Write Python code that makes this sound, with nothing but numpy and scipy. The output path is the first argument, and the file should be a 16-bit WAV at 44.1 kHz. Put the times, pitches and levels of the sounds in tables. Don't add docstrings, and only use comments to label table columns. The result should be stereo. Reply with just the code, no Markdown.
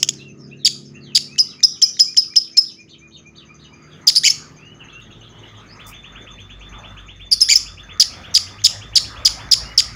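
import sys
import numpy as np
from scipy import signal
from scipy.fft import rfft, irfft, next_fast_len
from scipy.io import wavfile
from scipy.ndimage import uniform_filter1d, map_coordinates

SR = 44100
rng = np.random.default_rng(int(sys.argv[2]) if len(sys.argv) > 2 else 0)


def nominal_scale(level):
    x = np.asarray(level, float) / 20
    return 10 ** x


def pcm_store(signal):
    levels = np.round(np.clip(np.atleast_2d(signal), -1, 1) * 32767)
    wavfile.write(sys.argv[1], SR, levels.astype(np.int16).T)


N = 438794


def unit(x):
    return x / np.sqrt(np.mean(x ** 2) + 1e-20)


def along(points, hz):
    f, v = np.transpose(points)
    return np.interp(np.log(hz + 1), np.log(f + 1), v)


def curves(rows):
    s, *cols = np.transpose(rows)
    return [np.interp(np.arange(N) / SR, s, c) for c in cols]


def wobble(rate, size=N):
    knots = rng.standard_normal(int(size * rate / SR) + 4)
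    return map_coordinates(knots, [np.arange(size) * rate / SR])


def coloured(x, points):
    m = next_fast_len(len(x))
    gain = nominal_scale(along(points, np.fft.rfftfreq(m, 1 / SR)))
    return irfft(rfft(x, m) * gain, m)[:len(x)]


def noise(spectrum, patchy_db):
    z = signal.stft(rng.standard_normal(N), nperseg=512)[2]
    field = uniform_filter1d(rng.standard_normal(z.shape), 5, 0)
    field = unit(uniform_filter1d(field, 12, 1))
    patchy = signal.istft(z * nominal_scale(patchy_db * field), nperseg=512)[1][:N]
    return unit(coloured(patchy, spectrum))


def add(out, rows, rough, overtones_db, throat, breath_db=-90):
    s, hz, db = np.transpose(rows)
    t = np.arange(int(s[0] * SR), int(s[-1] * SR)) / SR
    pitch = uniform_filter1d(np.interp(t, s, hz), size=24)
    pitch = pitch * (1 + .08 * rough * wobble(450, size=len(t)))
    level = nominal_scale(np.interp(t, s, db) + 9 * rough * np.minimum(wobble(420, size=len(t)), 1))
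    level = level * np.clip(np.minimum(t - s[0], s[-1] - t) / .0008, 0, 1)
    turn = 2 * np.pi * np.cumsum(pitch) / SR
    tone = 0
    for k, partial_db in enumerate(overtones_db, start=1):
        gain = nominal_scale(partial_db + along(throat, k * pitch))
        tone = tone + gain * np.sin(k * turn) * (k * pitch < SR / 2)
    throat_gain = nominal_scale(along(throat, np.fft.rfftfreq(len(t), 1 / SR)))
    air = irfft(rfft(rng.standard_normal(len(t))) * throat_gain, len(t))
    start = int(s[0] * SR)
    out[start:start + len(t)] += (level * (tone + nominal_scale(breath_db) * unit(air)))[:len(out) - start]


def played(shape, s, db, marks_ms, hz):
    stage, share, rel_db = np.transpose(shape)
    at = s + np.interp(stage, np.arange(len(marks_ms)), marks_ms) / 1e3
    return np.transpose([at, share * hz, db + rel_db])


# frequency in Hz, density in dB per Hz.
RUMBLE = [(50, -23), (90, -4), (160, -3), (240, -7.5), (700, -21), (1200, -120)]


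def low_noise(patchy_db):
    return noise(RUMBLE, patchy_db)


# time in seconds, firing rate in Hz, level in dB.
IDLE = [(0, 34.4, -44), (1.1, 35.2, -46), (1.6, 35.5, -55), (2.7, 36.6, -56), (3.3, 37.1, -53.5),
        (4.3, 37.7, -53), (5.8, 39.1, -57), (7.2, 40, -64)]
# multiple of the firing rate, level in dB.
IDLE_ORDERS = [(1, -28), (2, -26.5), (3, -15), (4, 2.5), (5, -8.5), (6, -1), (7, -1.5), (8, -18), (9, -6.5),
               (10, -8.5), (11, -8.5), (12, -11), (13, -35.5)]


def small_engine():
    hz, db = curves(IDLE)
    turn = 2 * np.pi * np.cumsum(hz) / SR
    orders = sum(nominal_scale(level + 2.6 * wobble(0.9)) * np.sin(k * turn + k * k) for k, level in IDLE_ORDERS)
    exhaust_db = -8
    return nominal_scale(db + 3.5) * (unit(orders) + nominal_scale(exhaust_db) * low_noise(patchy_db=1.5))


# time in seconds, level in dB.
TRAFFIC = [(0.0, -60.5), (0.58, -67), (1.44, -63), (1.58, -63.5), (2.52, -69), (3.43, -65.5), (4.1, -53),
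           (4.99, -57.5), (5.27, -54.5), (5.46, -50.5), (7.62, -56.5), (8.2, -47), (8.34, -43.5),
           (8.64, -51), (9.64, -43), (9.95, -47)]
# frequency in Hz, density in dB per Hz.
ROAR = [(300, -34.5), (500, -3.5), (1100, -1), (1250, 7), (1400, -0.5), (2050, -0.5), (3000, -10),
        (5000, -21), (7200, -25), (8000, -35.5), (16000, -39)]
# frequency in Hz, density in dB per Hz.
BOOM = [(20, -18.5), (45, -7), (70, 9.5), (95, -4.5), (200, -120)]


def road():
    abreast_db = -50
    near_db = curves(TRAFFIC)[0] - abreast_db
    swell = wobble(4.6)
    rumble = nominal_scale(-47 + 0.55 * near_db + 0.5 * swell) * low_noise(patchy_db=3.0)
    boom = nominal_scale(-57 + 1.7 * near_db + 1.7 * swell) * noise(BOOM, patchy_db=-3.5)
    gusts_db = .7 * swell + .8 * wobble(8)
    roar = nominal_scale(-45.5 + near_db + gusts_db) * noise(ROAR, patchy_db=4.0)
    return rumble + boom + roar


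# frequency in Hz, density in dB per Hz.
AIR = [(2500, -30), (4000, -0.5), (7000, -1), (8000, -25), (16000, -29.5)]


def hush():
    return nominal_scale(-74) * unit(coloured(rng.standard_normal(N), AIR))


# tick number, time in seconds.
TICKS = [(0, .282), (7, .944), (9, 1.134), (27, 2.8), (40, 4.012), (54, 5.294), (63, 6.12), (75, 7.254),
         (81, 7.83), (86, 8.31), (103, 9.93)]


def insect():
    out = np.zeros(N)
    number, at = np.transpose(TICKS)
    for k in range(-2, 104):
        s = np.interp(k, number, at) - .005 + min(k, 0) * 0.13 + rng.normal(0, 0.00064)
        db = -50 + rng.normal(0, 2.1)
        rows = [(s, 6950, db - 8), (s + .004, 6500, db), (s + .013, 6250, db), (s + .026, 6050, db - 9)]
        add(out, rows, .3, [0], [(1000, 0.0093), (9000, 0.013)])
    return out


# frequency in Hz, gain in dB.
THROAT = [(1400, -24), (2300, -8), (3200, -7), (4200, -3), (5100, 0), (6200, -4), (7300, 0), (8300, -25),
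          (9600, -18), (11500, -24), (13200, -38), (15000, -31), (16500, -45)]


def call(out, rows, rough, overtones_db, breath_db=-90):
    add(out, rows, rough, overtones_db, THROAT, breath_db)


# start in seconds, level in dB.
CHIPS = [
    (0.0285, -5),
    (0.0879, -8),
]
# share of its length, pitch in Hz, level in dB.
CHIP = [(0, 2296, -11), (.25, 2910, 2), (.7, 3523, 1), (1, 4330, -5.5)]


def chips(out):
    for s, db in CHIPS:
        call(out, played(CHIP, s, db, [0, 5.3], 0.93), .44, [0, 2, -4, -6, -9, -18], breath_db=-13)


# start in seconds, length in seconds, start Hz, end Hz, level in dB.
NOTES = [(.17, .046, 4200, 2900, -45.5), (.19, .05, 2550, 2800, -43), (.24, .06, 2780, 2600, -44),
         (.38, .081, 5500, 4880, -50), (.49, .024, 3000, 3800, -58), (.51, .035, 2400, 2780, -42.5),
         (.58, .074, 4150, 3000, -49), (.83, .053, 5500, 4900, -50), (.94, .035, 2400, 2800, -43),
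         (1, .075, 4650, 3150, -49), (1.07, .065, 3200, 2450, -48), (1.27, .11, 2250, 2650, -49),
         (1.44, .043, 2050, 2060, -61), (3.38, .57, 4810, 4760, -63), (3.9, .051, 3650, 2880, -48),
         (4.45, .22, 4830, 4730, -63), (4.56, .17, 2250, 2980, -48.5), (4.79, .041, 3100, 2510, -44),
         (4.92, .07, 2600, 2780, -43), (5.675, .06, 4200, 5150, -46.5), (8.42, .094, 2050, 2070, -47.5),
         (9.6, .13, 2550, 2930, -47.5)]
# seconds after the start, pitch in Hz, level in dB.
FIGURES = [
    [(0, 2215, -62), (.025, 2385, -46), (.045, 2440, -46), (.07, 2447, -60), (.08, 2515, -64.5)],
    [(0, 2840, -55.5), (.012, 4030, -47.5), (.02, 4520, -53), (.03, 4543, -49), (.034, 3764, -43),
     (.048, 3770, -46), (.054, 3156, -47), (.066, 3040, -47), (.069, 2530, -50.5), (.08, 2630, -58)],
    [(0, 2700, -44.5), (.014, 3200, -47.5), (.03, 3550, -52), (.044, 3000, -48), (.06, 3735, -55.5),
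     (.08, 3350, -54.5)],
    [(0, 2177, -45.5), (.008, 2663, -38.5), (.018, 3234, -41.5), (.027, 3493, -41), (.047, 3522, -48.5),
     (.052, 3550, -55.5), (.058, 3530, -48.5), (.075, 3518, -45), (.09, 3570, -64)],
]
TRILL = [.04, .5, .8, .1]
# figure, first start in seconds, period in seconds, repeats.
PHRASES = [(0, 1.565, .26, 2), (0, 2.057, .2357, 8), (1, 1.463, .2357, 7), (1, 3.108, .2395, 3),
           (2, 4.883, .109, 7), (3, 5.79, .115, 1), (3, 5.922, .114, 9), (3, 6.965, .1153, 22)]


def songbird():
    out, flat = np.zeros((2, N)), [(1000, 0), (9000, 0)]
    for s, length, start_hz, end_hz, db in NOTES:
        mid_hz = (start_hz + end_hz) / 2 + .25 * abs(end_hz - start_hz)
        share = np.array([0, .15, .5, .85, 1])
        hz = np.interp(share, [0, .5, 1], [start_hz, mid_hz, end_hz])
        rows = np.transpose([s + share * length, hz, db + np.array([-15.0, -3.5, 2, 0.5, -2.0])])
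        long = length > .2
        trilled = start_hz > 2900 and length < .2
        add(out[int(trilled or long)], rows, 0.051 + 0.33 * trilled + 0.14 * long, [3], flat)
    for figure, first, period, repeats in PHRASES:
        trill = TRILL[figure]
        for s in first + period * np.arange(repeats):
            rows = np.add(FIGURES[figure], [s, 0, 3 + rng.normal(0, 0.52)])
            add(out[int(trill > .2)], rows, trill, [0, -34], flat)
    return out


# time in seconds, peak in dB.
BEAK = [(0.619, -39), (1.1223, -33), (1.3601, -20.5), (1.6052, -18), (1.9695, -19), (2.145, -21.5),
        (2.3376, -19), (2.544, -35.5), (7.9746, -22), (8.6177, -19), (9.4897, -14)]


def beak(out):
    for s, db in BEAK:
        call(out, [(s, 2100, db), (s + 0.0031, 2000, db - 28)], .4, [4, -9, -9])


# start in seconds, level in dB, first crest in ms, last crest in ms, crest in Hz.
WARBLES = [(0.6476, -7.5, 10.5, 23, 4750), (1.1492, -7.5, 9.2, 21, 4820), (4.07, -5.5, 11, 24, 5000),
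           (7.9983, -6.5, 9.5, 22.5, 4930), (8.342, -7, 14, 28, 5000), (8.64, -5.5, 11, 23.5, 5093),
           (8.9551, -5.5, 9, 19, 5000), (9.25, -6, 8.5, 20.5, 5000), (9.513, -6, 9.5, 21, 5000),
           (9.7768, -7, 9.5, 21, 4830)]
# stage (start, snap, first crest, last crest, end), pitch share, level in dB.
ZIGZAG = [(0, 1.16, -10), (.35, 1.19, -1), (.7, 1.14, -8), (1, 1.05, 3), (1.35, .72, -6), (1.75, .99, 2),
          (2.08, 1, 3), (2.25, .8, -8), (2.38, .58, -2), (2.56, .95, 1), (2.7, .78, -2), (2.9, 1.01, -1),
          (3.15, 1.01, 0), (3.45, .76, -4), (3.7, .54, -5), (4, .34, -10)]
OPENING_DB = [0.5, -2, 1.5, 9.5, -0.5, 0, 6, 3.5, 2.5, 6]
# snap in ms, then pitch shares of first dip, middle crest, last dip, last crest.
TWISTS = [(4.6, .75, .9, .68, 1), (2.6, .72, 1, .92, 1.02), (5, .9, 1, .9, 1), (4.5, .8, 1, .82, 1.02),
          (9, .7, 1, .9, 1), (5.7, .65, .9, .64, 1.01), (4, .78, .85, .87, 1.01), (4, .8, .92, .9, 1.01),
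          (4.5, .72, 1, 1, 1.12), (4.5, .85, 1, .93, .98)]


def warbles(out):
    plunge_ms = 9.2
    for (s, db, first, last, hz), opening_db, (snap, *turns) in zip(WARBLES, OPENING_DB, TWISTS):
        rows = played(ZIGZAG, s, db + 1.5, [0, snap, first, last, last + plunge_ms], hz)
        rows[[4, 9, 10, 12], 1] = np.multiply(turns, hz)
        rows[:3, 2] += opening_db
        call(out, rows, .33, [3, 1, -1, -6, -11, -30], breath_db=-19)


# start in seconds, level in dB, hook in ms, end in ms, held pitch in Hz.
WHISTLES = [
    (1.382, -5, 10, 36, 5020),
    (1.63, -3, 7, 30, 5080),
    (1.817, -4, 8.5, 33, 5080),
    (1.993, -2, 8, 32, 5060),
    (2.167, -4, 8, 33, 5050),
    (2.358, -4, 7.5, 31, 5080),
    (2.57, -3, 6, 28, 5130),
]
# stage (start, hook, catch in the voice, end), pitch share, level in dB.
HOOK = [(0, .66, -14), (.2, .63, -7), (.5, .6, -12), (.7, 1.03, -6), (1, 1.19, 0), (1.6, .96, -1),
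        (2, .98, 0), (2.08, 1.015, -.5), (2.5, 1.005, -1.5), (2.88, 1, -5), (3, .99, -16)]
# rasp in Hz, hook in dB, catch in ms after the hook, catch in dB.
MANNER = [(3000, -0.5, 7, -20), (3760, 2.5, 6, -12), (3200, 3.5, 7.2, -10), (3250, -2.5, 4, -16.5),
          (3130, 0, 4.4, -16), (3070, -1.5, 2.3, -2.5), (4400, -7.5, 3.2, -12)]
OVERTONES = [1, -11, -8, -12, -15, -42.5]


def whistles(out, clear):
    break_s, break_step_s, break_hz, break_db = 2.3815, 2.6 / 1e3, 800, -14
    for (s, db, hook, end, hz), (rasp_hz, hook_db, catch, catch_db) in zip(WHISTLES, MANNER):
        rows = played(HOOK, s, db + 4.5, [0, hook, hook + catch, end], hz)
        rows[[4, 6], 2] += hook_db, catch_db
        if s < break_s < s + end / 1e3:
            crack = [(break_s + k * break_step_s, hz + break_hz * (k == 0), db + 3 + break_db * (k == 0))
                     for k in (-1, 0, 1)]
            rows = np.vstack([rows[:8], crack, rows[9:]])
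        rows[:3, 1] *= rasp_hz / rows[1, 1]
        call(clear, rows, .06, OVERTONES, breath_db=-41.5)
        rasp = [(s, 7200, db - 20.5), (s + 0.0048, 7200, db - 13.5), (s + hook / 860.0, 7100, db - 20.0)]
        call(out, rasp, .6, [0], breath_db=-8.0)


def wisps(out):
    hz, lead_db = 5750, -14
    for s, db, *_ in WARBLES + WHISTLES:
        rows = [(s - 0.0015, hz, db + lead_db - 9.0), (s + 0.00061, hz, db + lead_db)]
        call(out, rows, .6, [0], breath_db=-3.0)


# time in seconds, pitch in Hz, level in dB.
LOW_HUM = [(3.1, 69.5, -64.5), (3.6, 71.6, -55), (4, 71.6, -76), (4.8, 50, -61), (5.3, 47.5, -57.5),
           (6.8, 50.1, -47.5), (7.85, 50.55, -46.5), (8.1, 48.44, -59), (8.65, 50.3, -52.5), (9, 52.4, -47.5),
           (9.95, 55.3, -44.5)]
# time in seconds, pitch in Hz, level in dB.
DRONE = [(4.2, 113, -64), (5.59, 106.1, -48.5), (5.8, 101, -57), (6.94, 99.3, -51.5), (7.42, 91, -51.5),
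         (8.44, 89.7, -47), (8.56, 102, -45), (9.95, 112, -49.5)]


def engine_hum():
    out = np.zeros(N)
    for rows, unsteady in ((LOW_HUM, .01), (DRONE, .02)):
        fade_in = (rows[0][0] - .4, rows[0][1], -85)
        hz, db = curves([fade_in] + rows)
        level = nominal_scale(db + 4.5 + 4.0 * wobble(16.0))
        out += level * np.sin(2 * np.pi * np.cumsum(hz * (1 + unsteady * wobble(4.4))) / SR)
    return out


# time in seconds, pitch in Hz, level in dB.
SLURS = [
    [(4.152, 3900, -11), (4.156, 5100, -4), (4.16, 6400, -12), (4.1625, 4180, -5), (4.168, 4750, -11),
     (4.176, 4950, -8), (4.186, 5150, -7), (4.19, 5100, -20)],
    [(7.311, 6300, -32), (7.315, 5400, -11), (7.319, 4500, -16), (7.321, 5200, -9), (7.324, 4750, -6),
     (7.331, 4650, -6), (7.338, 4500, -9), (7.346, 4600, -18)],
    [(7.404, 3900, -16), (7.407, 4400, -15), (7.409, 6300, -10), (7.413, 6400, -8), (7.416, 5300, -6),
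     (7.421, 5150, -5), (7.431, 5050, -9), (7.439, 5000, -14)],
    [(7.325, 5000, -20), (7.333, 5200, -10), (7.338, 5600, -11), (7.347, 5600, -18)],
]
SLUR_ROUGH = [.6, .4, .2, .4]


def slurs(out):
    for rows, rough in zip(SLURS, SLUR_ROUGH):
        call(out, rows, rough, [2.5, 5, -4, -8], breath_db=-20)


# share of the croak, pitch in Hz, level in dB.
CROAK = [(0, 1552, -11.5), (.2, 2135, -3.5), (.33, 2437, 0), (.8, 2384, 1), (.94, 2110, 1), (1, 2740, 1.5)]


def croak(s, db, break_ms, wobbles):
    rows = played(CROAK, s, db, [0, break_ms], 0.99)
    ms = np.arange(0, break_ms + .1, .5)
    at = s + ms / 1e3
    bobs = np.clip((ms - .335 * break_ms) / 6.3, 0, wobbles)
    hz = np.interp(at, rows[:, 0], rows[:, 1])
    level_db = np.interp(at, rows[:, 0], rows[:, 2])
    return np.transpose([at, hz + 750 * np.sin(np.pi * bobs) ** 2, level_db])


# start in seconds, level in dB, break in ms, end in ms, wobbles.
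SQUAWKS = [
    (4.234, -6, 51, 85, 4),
    (7.485, -6, 53, 96, 2),
]
# share of the squeal, pitch in Hz, level in dB.
SQUEAL = [(0, 4900, -2), (.14, 6400, -7), (.39, 5500, -12), (.43, 5200, 3), (.56, 5300, -1),
          (.75, 6000, -3), (1, 5800, -14)]
SQUEAL_DB = [-4, 1]


def squawks(out):
    for (s, db, break_ms, end, wobbles), squeal_db in zip(SQUAWKS, SQUEAL_DB):
        low = croak(s, db, break_ms, wobbles)
        high = played(SQUEAL, s + break_ms / 1e3, db + squeal_db, [0, end - break_ms + 1], 1)
        for rows in (low, high):
            call(out, np.add(rows, [0, 0, .5]), .33, [2, 0, -4, -6, -6, -12], breath_db=-19)


# frequency in Hz, density in dB per Hz.
SHEEN = [(6300, -25), (7200, 9), (8200, -12), (10000, 0), (11600, -3), (13200, -13), (15000, 3),
         (16500, -29)]


def parrot():
    out, clear = np.zeros((2, N))
    chips(out)
    beak(out)
    warbles(out)
    whistles(out, clear)
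    wisps(out)
    slurs(out)
    squawks(out)
    floor_s, floor_db = .00059, -9
    out = out + nominal_scale(floor_db) * np.roll(out, round(floor_s * SR))
    effort = uniform_filter1d(np.abs(out + .4 * clear), size=90)
    hiss = nominal_scale(-25) * effort * unit(coloured(rng.standard_normal(N), SHEEN))
    return out + hiss, clear


# frequency in Hz, density in dB per Hz.
FEATHERS = [(3500, -47.5), (5000, 7), (7500, 5), (10000, -1), (13000, -0.5), (15000, 3.5), (16000, -4.5)]


def feathers():
    since = np.arange(N) / SR - 5.868
    rise_s, hold_s, fade_db_s = .012, 0.03, 602
    envelope_db = np.minimum(45 * since / rise_s, fade_db_s * (hold_s - since))
    db = -43 + np.minimum(envelope_db, 0)
    return nominal_scale(db + 2.2 * wobble(300)) * noise(FEATHERS, patchy_db=3.0)


# frequency in Hz, reverberation time in seconds.
YARD = [(500, 0.81), (2000, 0.45), (5000, 0.42), (9000, 0.39), (15000, 0.3)]


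def yard(x, lengthen):
    out, step = np.zeros(N + 2 * SR), SR // 5
    for at in range(0, N, step):
        part = x[at:at + step]
        if np.abs(part).max() <= 1e-7:
            continue
        hz, t, z = signal.stft(rng.standard_normal(SR // 2), SR, nperseg=256)
        t60 = lengthen * along(YARD, hz)[:, None]
        tail = signal.istft(z * nominal_scale(-60 * t / t60), SR, nperseg=256)[1]
        wet = signal.fftconvolve(part, tail / np.linalg.norm(tail))
        out[at:at + len(wet)] += wet
    return out[:N]


# delay in seconds, level in dB.
WALLS = [(.0027, -14), (.0046, -16), (.0095, -19), (.017, -19), (.048, -25)]
# frequency in Hz, gain in dB.
REFLECT = [(1500, -18.5), (2800, -4.5), (4900, -4), (6100, 0), (8400, -5.5), (10000, 0), (13200, -8),
           (15000, 0)]


def wall_answer(rough, steady):
    earlier = np.zeros(N)
    call(earlier, [(0, 5400, -1), (.003, 5400, -9.5)], .6, OVERTONES, breath_db=-5)
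    stir = wobble(900)
    bird = rough + steady
    echoes = sum(nominal_scale(db) * np.pad(bird, (round(s * SR), 0))[:N] for s, db in WALLS)
    blurred = (rough + earlier) * (0.46 + 1.6 * stir) + steady * (1.05 + .95 * stir)
    return coloured(echoes + nominal_scale(-15.5) * yard(blurred, lengthen=0.88), REFLECT)


def scene():
    rough, steady = parrot()
    bird = rough + steady + wall_answer(rough, steady)
    clear, trilled = songbird()
    hidden = insect() + trilled
    far = nominal_scale(-3.5) * clear + nominal_scale(-19.5) * hidden
    far = far + yard(nominal_scale(-2.5) * clear + hidden, lengthen=0.46)
    street = small_engine() + engine_hum() + road()
    return np.tile(bird + far + street + feathers() + hush(), (2, 1))


def low_pass(x):
    return signal.sosfilt(signal.butter(12, 16170, fs=SR, output="sos"), x)


def record(dry):
    loud = uniform_filter1d(np.abs(dry[0]), size=2500)
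    x = dry / (1 + 1.4 * loud)
    x = x / (1 + np.abs(x / 1.05) ** 20) ** (1 / 20)
    grit = x[0] * wobble(900) * np.clip(loud / .15, 0, 1)
    grit = coloured(grit, [(3500, -60), (4500, -22), (9000, -15), (12000, -29)])
    return low_pass(np.clip(x + [grit, -grit], -1, 1))


dry = scene()
out = record(dry)
pcm_store(out)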